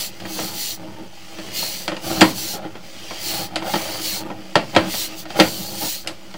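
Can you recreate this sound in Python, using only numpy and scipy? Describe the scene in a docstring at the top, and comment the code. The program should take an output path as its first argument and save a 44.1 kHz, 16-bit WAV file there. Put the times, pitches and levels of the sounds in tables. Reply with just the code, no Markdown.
"""An inspection camera's head knocks and scrapes along the inside of a pipe.
Each knock cracks, then the pipe rings hollow; the hardest ones overload the microphone.
Between knocks the head grinds over the wall and sets the pipe droning.
The rod that pushes the camera hisses with each stroke, over faint background noise."""
import sys
import numpy as np
from scipy import signal
from scipy.fft import rfft, irfft, next_fast_len
from scipy.io import wavfile
from scipy.ndimage import uniform_filter1d

SR = 44100
rng = np.random.default_rng(int(sys.argv[2]) if len(sys.argv) > 2 else 0)


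def log_audio(samples):
    """Write samples as a 16-bit WAV file to the path given in sys.argv[1]."""
    # one column per channel
    frames = np.atleast_2d(samples).T
    # limit to full scale, then quantise
    limited = np.clip(frames, -1, 1)
    pcm = np.round(limited * 32767).astype(np.int16)
    wavfile.write(sys.argv[1], SR, pcm)


N = 280917
TIME = np.arange(N) / SR


def amp(db):
    """Turns decibels into a gain."""
    return 10 ** (np.asarray(db) / 20)


def unit(x):
    """Scales a sound to an average strength (rms) of 1."""
    return x / np.sqrt(np.mean(x ** 2) + 1e-20)


def read(points, hz):
    """Looks up a value between a table's frequencies, on a log scale."""
    f, value = np.transpose(points)
    return np.interp(np.log(hz + 1), np.log(f), value)


def follow(curve):
    """Joins (time, value) points with straight lines."""
    return np.interp(TIME, *np.transpose(curve))


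def add(mix, start, sound):
    """Mixes a sound in at a start time in seconds."""
    part = mix[max(round(start * SR), 0):][:len(sound)]
    part += sound[:len(part)]


def filtered(x, spectrum):
    """Turns each frequency up or down as a table says."""
    size = next_fast_len(len(x))
    hz = np.fft.rfftfreq(size, 1 / SR)
    return irfft(rfft(x, size) * amp(read(spectrum, hz)), size)[:len(x)]


def colour(x, spectrum):
    """Filters a sound, then sets its strength to 1."""
    return unit(filtered(x, spectrum))


def resonate(x, hz, width_hz):
    """Rings at a moving pitch: shifts that pitch down to zero, smooths twice and shifts back."""
    turn = np.exp(2j * np.pi * np.cumsum(hz) / SR)
    keep = np.exp(-np.pi * width_hz / SR)
    return unit((turn * signal.lfilter([1], [1, -2 * keep, keep * keep], x / turn)).real)


def swell(start, length, rise, fall):
    """A smooth rise, a hold and a smooth fall."""
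    up = np.clip((TIME - start) / rise, 0, 1)
    down = np.clip((start + length - TIME) / fall, 0, 1)
    return up * up * (3 - 2 * up) * down * down * (3 - 2 * down)


def friction(per_s, spread_db, rush):
    """Sliding makes tiny slips of uneven size over a smooth rush."""
    size = amp(spread_db * np.minimum(rng.exponential(1, N), 4))
    slips = size * rng.choice([-1, 1], N) * (rng.random(N) < per_s / SR)
    return unit(unit(slips) + rush * rng.standard_normal(N))


def wander(x, depth_db, bins, frames):
    """Narrow tones come and go as the touching point travels; each is bins wide and frames long."""
    slices = signal.stft(x, SR, nperseg=1024, noverlap=768)[2]
    patches = uniform_filter1d(rng.standard_normal(slices.shape), bins, axis=0)
    patches = unit(uniform_filter1d(patches, frames, axis=1))
    return unit(signal.istft(slices * amp(depth_db * patches), SR, nperseg=1024, noverlap=768)[1][:N])


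# Tone of the background noise: f/Hz, level/dB (levels in all tables are relative)
BACKGROUND_TONE = [(20, -1), (60, 18), (300, -19), (1000, -16), (4000, -25), (10000, -24), (16000, -53)]
def background(level_db=-59):
    """Each channel has its own faint, low noise."""
    return amp(level_db) * np.array([colour(rng.standard_normal(N), BACKGROUND_TONE) for _ in range(2)])


# How much left and right differ, against what they share: f/Hz, level/dB
STEREO_WIDTH = [(60, -32), (500, -37.5), (1000, -39.5), (2000, -38.5), (4000, -27.5), (8000, -28.5),
                (16000, -25.5)]
def stereo(sound):
    """Left and right are nearly alike; the treble is a trace wider."""
    phase_shifted = signal.hilbert(sound, next_fast_len(N))[:N].imag
    side = filtered(phase_shifted, STEREO_WIDTH)
    return np.array([sound + side, sound - side])


# The rod when it hardly moves: hiss/dB, ring/dB, rubbing/dB
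ROD_IDLE = [-62.5, -59.5, -48.5]
# Pushes: t/s, length/s, rise/s, hiss/dB, change on the way/dB, ring over hiss/dB, rubbing over hiss/dB
ROD_PUSHES = [(-.08, 0.2, .06, -28.5, -5, -2.5, -1.5), (0.223, 0.33, 0.2, -29.5, -7.5, 0.5, -2.5),
              (0.467, 0.32, 0.18, -28, -5.5, 0.5, -3.5), (1.511, 0.4, 0.089, -26, -17, 2.5, -0.5),
              (1.991, 0.38, .1, -34, -1, 2.5, -1), (2.31, 0.29, 0.084, -33, 1.5, -1, -3),
              (3.156, .35, 0.17, -24, -14, 2, 0), (3.59, 0.63, 0.18, -33, -8, 0, 4),
              (3.987, 0.26, 0.083, -28.5, -6.5, 2, -1.5), (4.839, 0.27, 0.15, -28.5, -1.5, 1.5, -2.5),
              (5.134, 0.12, 0.075, -39.5, 7, -8, -6.5), (5.348, 0.72, 0.052, -33, -9, 2, -7.5),
              (5.724, .29, 0.16, -22.5, -13, -6, -5)]
# The rod creeps on between pushes, gathering speed: t/s, length/s, hiss it heads for/dB
ROD_CREEPS = [(0.043, 0.27, -54.5), (1.09, 0.52, -47.5), (1.82, 0.28, -54.5), (2.794, 0.45, -46),
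              (4.363, 0.64, -45.5), (5.032, 0.17, -49.5), (5.26, 0.28, -47), (6.01, 0.43, -60)]
def rod_motion(stop_s=0.08, ring_build_db=2, creep_rise_s=0.061, creep_db_per_s=30):
    """How strong the hiss, ring and rubbing are as the rod moves; pushes and creeps add in power."""
    power = amp(ROD_IDLE)[:, None] ** 2 * np.ones(N)
    for start, length, rise, db, change_db, ring_db, rub_db in ROD_PUSHES:
        progress = np.clip((TIME - start) / length, 0, 1)
        hiss = swell(start, length, rise, stop_s) * amp(db + change_db * progress)
        ring = hiss * amp(ring_db + ring_build_db * (progress - 1))
        power += np.square([hiss, ring, hiss * amp(rub_db)])
    for start, length, db in ROD_CREEPS:
        growth = amp(db + creep_db_per_s * (TIME - start - length))
        hiss = swell(start, length, creep_rise_s, stop_s) * growth
        power += np.outer(amp([0, 1.5, 14]), hiss) ** 2  # slow sliding is duller: mostly rubbing
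    return np.sqrt(power)


def rod_pitch(push, slack_hz=4710, sink_hz=554, lag_s=0.034):
    """The rod bends under a push, and its main pitch sinks a moment later."""
    keep = np.exp(-1 / (lag_s * SR))
    bend = signal.lfilter([1 - keep], [1, -keep], push)
    return slack_hz - sink_hz * bend / bend.max()


# Where the rod rings: multiple of its main pitch, width/Hz, level/dB
ROD_RINGS = [(0.692, 330, -6.5), (0.998, 510, 8), (1.36, 714, -8)]
# Tone of the rod's hiss: f/Hz, level/dB
HISS_TONE = [(1500, -21), (3600, 5.5), (5000, 6), (6500, 4.5), (8500, 1), (10800, -0.5), (11600, 1),
             (13000, -1), (14500, 2), (15500, 9), (16000, -5)]
def sliding_rod(hiss_level, ring_level, hiss_db=4, ring_db=-2):
    """Fine, fast friction hisses and makes the rod ring in broad bands."""
    pitch = rod_pitch(hiss_level)
    slips = wander(friction(per_s=3000, spread_db=2, rush=0.9), depth_db=3.3, bins=3, frames=14)
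    ring = sum(amp(db) * resonate(slips, pitch * multiple, width) for multiple, width, db in ROD_RINGS)
    hiss = wander(friction(per_s=3000, spread_db=2, rush=0.9), depth_db=2.4, bins=3, frames=12)
    # a close echo, three vibrations late, adds ripples to the tone that glide with the pitch
    echo = 0.22 * np.interp(TIME - 3 / pitch, TIME, hiss)
    hiss = colour(hiss + echo, HISS_TONE)
    return amp(hiss_db) * hiss_level * hiss + amp(ring_db) * ring_level * unit(ring)


# Tone of the head's rubbing: f/Hz, level/dB
RUB_TONE = [(600, -4), (1500, -10), (2000, 0), (2500, -1), (3100, 1.5), (3650, -5), (4600, -1),
            (6500, -7.5), (9000, -15), (16000, -38)]
def rubbing_head(level, gain_db=-1):
    """The camera head rubs along the wall in fine slips."""
    slips = wander(friction(per_s=1800, spread_db=2, rush=1), depth_db=2.8, bins=3, frames=10)
    return amp(gain_db) * level * colour(slips, RUB_TONE)


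# The pipe's own notes: f/Hz, level/dB, time to fade by 60 dB/s
PIPE_NOTES = [(81.6, -23.5, 0.17), (113.5, -23.5, 0.12), (192, 2, 0.089), (317.5, 1.5, 0.18),
              (352.4, -6, 0.096), (520, -3.5, 0.13), (584.5, -3.5, 0.092), (603.8, -2.5, 0.11),
              (668, -4.5, 0.097), (763, -9.5, 0.041), (835.7, -4.5, 0.086), (1048, -16, 0.1),
              (1298, -1, 0.07), (1362.5, -6, 0.11), (1865, -4, 0.12), (2050, -12, 0.13), (3250, 2.5, 0.049),
              (4600, -37, 0.17)]
def pipe_ring(t, gain_db):
    """The pipe's notes start from rest, neighbours swinging opposite ways, and die away."""
    hz, db, fade_s = np.transpose(PIPE_NOTES)[:, :, None]
    sign = (-1) ** np.arange(len(PIPE_NOTES))[:, None]
    return (sign * amp(db + gain_db - 60 * t / fade_s) * np.sin(2 * np.pi * hz * t)).sum(0)


# Sound level from the head's weight on the wall: t/s, level/dB
HEAD_CONTACT = [(0.0, -37.5), (0.28, -47.5), (0.39, -33), (0.57, -44), (0.92, -41), (1.1, -46.5),
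                (1.29, -43.5), (1.51, -38), (1.92, -42.5), (2.07, -34.5), (2.15, -35.5), (2.94, -43),
                (3.14, -41.5), (3.78, -33.5), (3.95, -44.5), (4.22, -32.5), (4.36, -39.5), (4.61, -40.5),
                (4.77, -42), (5.09, -39.5), (5.27, -40.5), (5.5, -36.5), (5.73, -35.5), (5.91, -45.5),
                (6.37, -42.5)]
# Scrapes: t/s, length/s, grinding/dB, drone/dB, hollow note f/Hz, note over grinding/dB
HEAD_SCRAPES = [(0.196, 0.17, -42, -34, 726, -14), (0.363, 0.26, -38.5, -34, 800, -12),
                (0.758, 0.35, -46, -35, 910, -2.5), (1.876, 0.12, -34.5, -41, 560, -18),
                (2.024, .13, -34, -29, 764, -2), (2.086, 0.16, -26, -23, 737, -5.5),
                (2.51, 0.2, -36, -41, 770, -4), (3.296, 0.19, -32, -32.5, 804, -4),
                (3.494, 0.14, -39.5, -55, 754, 1), (3.636, 0.11, -26.5, -45, 780, -2),
                (3.763, 0.29, -31.5, -33.5, 900, -20), (4.16, 0.18, -40, -36.5, 880, -5),
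                (4.723, 0.2, -29, -25.5, 594, -15), (5.338, 0.16, -25, -28.5, 820, -21),
                (5.556, 0.3, -62, -38, 517, -20), (5.797, .11, -29.5, -30, 930, -3.5),
                (6.028, 0.14, -36.5, -34.5, 685, -17)]
def head_motion(catch_s=0.026, let_go_s=0.058):
    """The head slides and sometimes catches: gives three strengths and the hollow note's pitch."""
    power = np.outer(amp([2, -3, -24]), amp(follow(HEAD_CONTACT))) ** 2  # drone, grinding, note
    for start, length, grind_db, drone_db, _, note_db in HEAD_SCRAPES:
        scrape = swell(start, length, catch_s, let_go_s)
        power += np.outer(amp([drone_db, grind_db, grind_db + note_db]), scrape) ** 2
    note_hz = follow([(start + length / 2, hz) for start, length, _, _, hz, _ in HEAD_SCRAPES])
    return np.sqrt(power), note_hz


# Tones of the pipe's drone and the head's grinding: f/Hz, level/dB
DRONE_TONE = [(20, -63), (60, -55), (95, 5), (160, -7), (250, 12.5), (330, -3), (450, -7), (900, -38),
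              (3000, -35)]
GRIND_TONE = [(150, -26), (400, -8), (560, -0.5), (850, 3), (1100, -6.5), (1350, -2.5), (1700, -9),
              (3500, -12.5), (9000, -48)]
def grinding_head(drone_db=-5, grind_db=-2):
    """Coarse slips of the head ring the pipe: a low drone, grinding and a hollow note."""
    (drone_level, grind_level, note_level), note_hz = head_motion()
    slips = friction(per_s=450, spread_db=1.8, rush=0.45)
    ringing = unit(signal.oaconvolve(slips, pipe_ring(TIME[:SR // 2], 0))[:N])
    drone = colour(wander(ringing + 4.05 * slips, depth_db=2.5, bins=2, frames=10), DRONE_TONE)
    grind = colour(wander(ringing + 4 * slips, depth_db=2.5, bins=3, frames=14), GRIND_TONE)
    note = note_level * resonate(slips, note_hz, width_hz=140)
    return amp(drone_db) * drone_level * drone + amp(grind_db) * (grind_level * grind + note)


def spot_boost(hz, note_hz, boost_db=5, octaves=0.17):
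    """A struck spot rings most near its own note: the extra level in dB."""
    return boost_db * np.exp(-(np.log2((hz + 1) / note_hz) / octaves) ** 2)


# Tone of the wall's clatter: f/Hz, level/dB
CLATTER_TONE = [(40, -49), (75, -17.5), (150, -4.5), (400, -4), (600, 0.5), (900, 0.5), (1150, -6.5),
                (1900, -5), (3100, -6), (3650, -11.5), (4700, -7.5), (5600, -20.5), (8000, -24),
                (16000, -52)]
# How long the wall rings: f/Hz, time to fade by 60 dB/s
CLATTER_FADE = [(100, 0.81), (400, 0.25), (1000, 0.23), (3000, 0.21), (6000, 0.16), (14000, 0.22)]
def wall_clatter(t, note_hz, bright_db, uneven_db=4):
    """The wall rings with countless close, uneven tones; the low ones last longest."""
    noise = colour(rng.standard_normal(len(t)), CLATTER_TONE)
    hz, age, slices = signal.stft(noise, SR, nperseg=512)
    hz = hz[:, None]
    tilt_db = bright_db * np.log2(np.clip(hz, 400, 12000) / 1200)
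    spot_db = spot_boost(hz, note_hz) + tilt_db + uneven_db * rng.uniform(-0.83, 1, hz.shape)
    fade_db = 60 * age / read(CLATTER_FADE, hz)
    return signal.istft(slices * amp(spot_db - fade_db), SR, nperseg=512)[1][:len(t)]


# Knocks: t/s, level/dB, spot's note f/Hz, thud/dB, thud f/Hz, brightness/(dB per octave)
HEAD_KNOCKS = [(0.2, -24, 735, -18, 200, 3.5), (0.253, -18.5, 353, -15, 190, 2),
               (0.39, -13, 447, -18, 320, -2.5), (1.386, -20, 600, -13.5, 190, 1.5),
               (1.627, -18, 580, -27, 320, -6), (1.879, -9, 567, -20, 320, 2.5),
               (1.918, -14.5, 560, -16.5, 320, -1), (1.966, -20, 980, -15, 190, 2.5),
               (2.209, -6.5, 904, -18, 190, 7), (2.215, 9.5, 1060, -17.5, 197, 0),
               (2.55, -22, 793, -37, 312, -6.5), (2.65, -21, 810, -11.5, 320, -5.5),
               (2.753, -20.5, 353, -21, 320, -2.5), (3.108, -18, 1020, -24, 320, 0),
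               (3.558, -7, 740, -23.5, 320, 2.5), (3.623, -16, 670, -27, 320, -2),
               (3.738, -6, 840, -21, 322, -0.5), (3.755, -9, 860, -13, 190, -0.5),
               (4.302, -15.5, 850, -20, 320, -5), (4.555, 4, 650, -21.5, 110, -0.4),
               (4.749, -11.5, 719, -22, 190, 2), (4.763, 5.5, 547, -16, 75, -0.5),
               (4.939, -15.5, 650, -39, 190, 1), (5.254, -23.5, 660, -17, 320, 1),
               (5.303, -18.5, 750, -18, 320, 1.5), (5.391, -3.5, 825, -31, 320, -4.5),
               (5.399, 6, 493, -16.5, 360, 1.8), (5.834, -19.5, 842, -11.5, 281, -6.5),
               (6.073, -15, 720, -25, 320, 6), (6.34, -20, 935, -16, 110, -0.5)]
def knocking_head(ring_db=-16, clatter_db=-19, touch_s=0.0002, crack_s=0.006, build_s=0.005):
    """The head hits the wall with a crack; the pipe's ring and low thud build just after."""
    t, out = TIME[:SR // 2], np.zeros(N)
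    pipe_hz = np.array(PIPE_NOTES)[:, :1]
    crack = 1 + 1.98 * np.exp(-t / crack_s)
    build = 1 - np.exp(-t / build_s)
    for start, db, note_hz, thud_db, thud_hz, bright_db in HEAD_KNOCKS:
        landing = 1 - np.exp(-t / touch_s * amp(0.083 * db))  # a light blow lands more slowly
        clatter = amp(clatter_db) * landing * crack * wall_clatter(t, note_hz, bright_db)
        low_db = thud_db + spot_boost(pipe_hz, thud_hz, boost_db=6, octaves=0.99)
        # a harder blow moves the whole pipe, so the ring gains a little on the clatter
        high_db = ring_db + 0.01 * db + spot_boost(pipe_hz, note_hz)
        ring = build * pipe_ring(t, np.where(pipe_hz < 400, low_db, high_db))
        add(out, start, amp(db) * (clatter + ring))
    # the microphone passes almost nothing of the knocks below 75 Hz
    return signal.sosfilt(signal.butter(4, 75, "highpass", fs=SR, output="sos"), out)


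def scene():
    """Mixes the rod and the camera head over the background."""
    hiss_level, ring_level, rub_level = rod_motion()
    sliding = sliding_rod(hiss_level, ring_level) + grinding_head() + rubbing_head(rub_level)
    return stereo(sliding + knocking_head()) + background()


def record(dry, offset=0.015, ceiling=0.98, top_hz=15850):
    """The input sits slightly off zero and clips on the hardest knocks; the highest treble is cut."""
    clipped = np.clip(dry + offset, -ceiling, ceiling)
    treble_cut = signal.firwin(511, top_hz, window=("kaiser", 7), fs=SR)
    return signal.oaconvolve(clipped, treble_cut[None], "same", axes=1)


dry = scene()
out = record(dry)
log_audio(out)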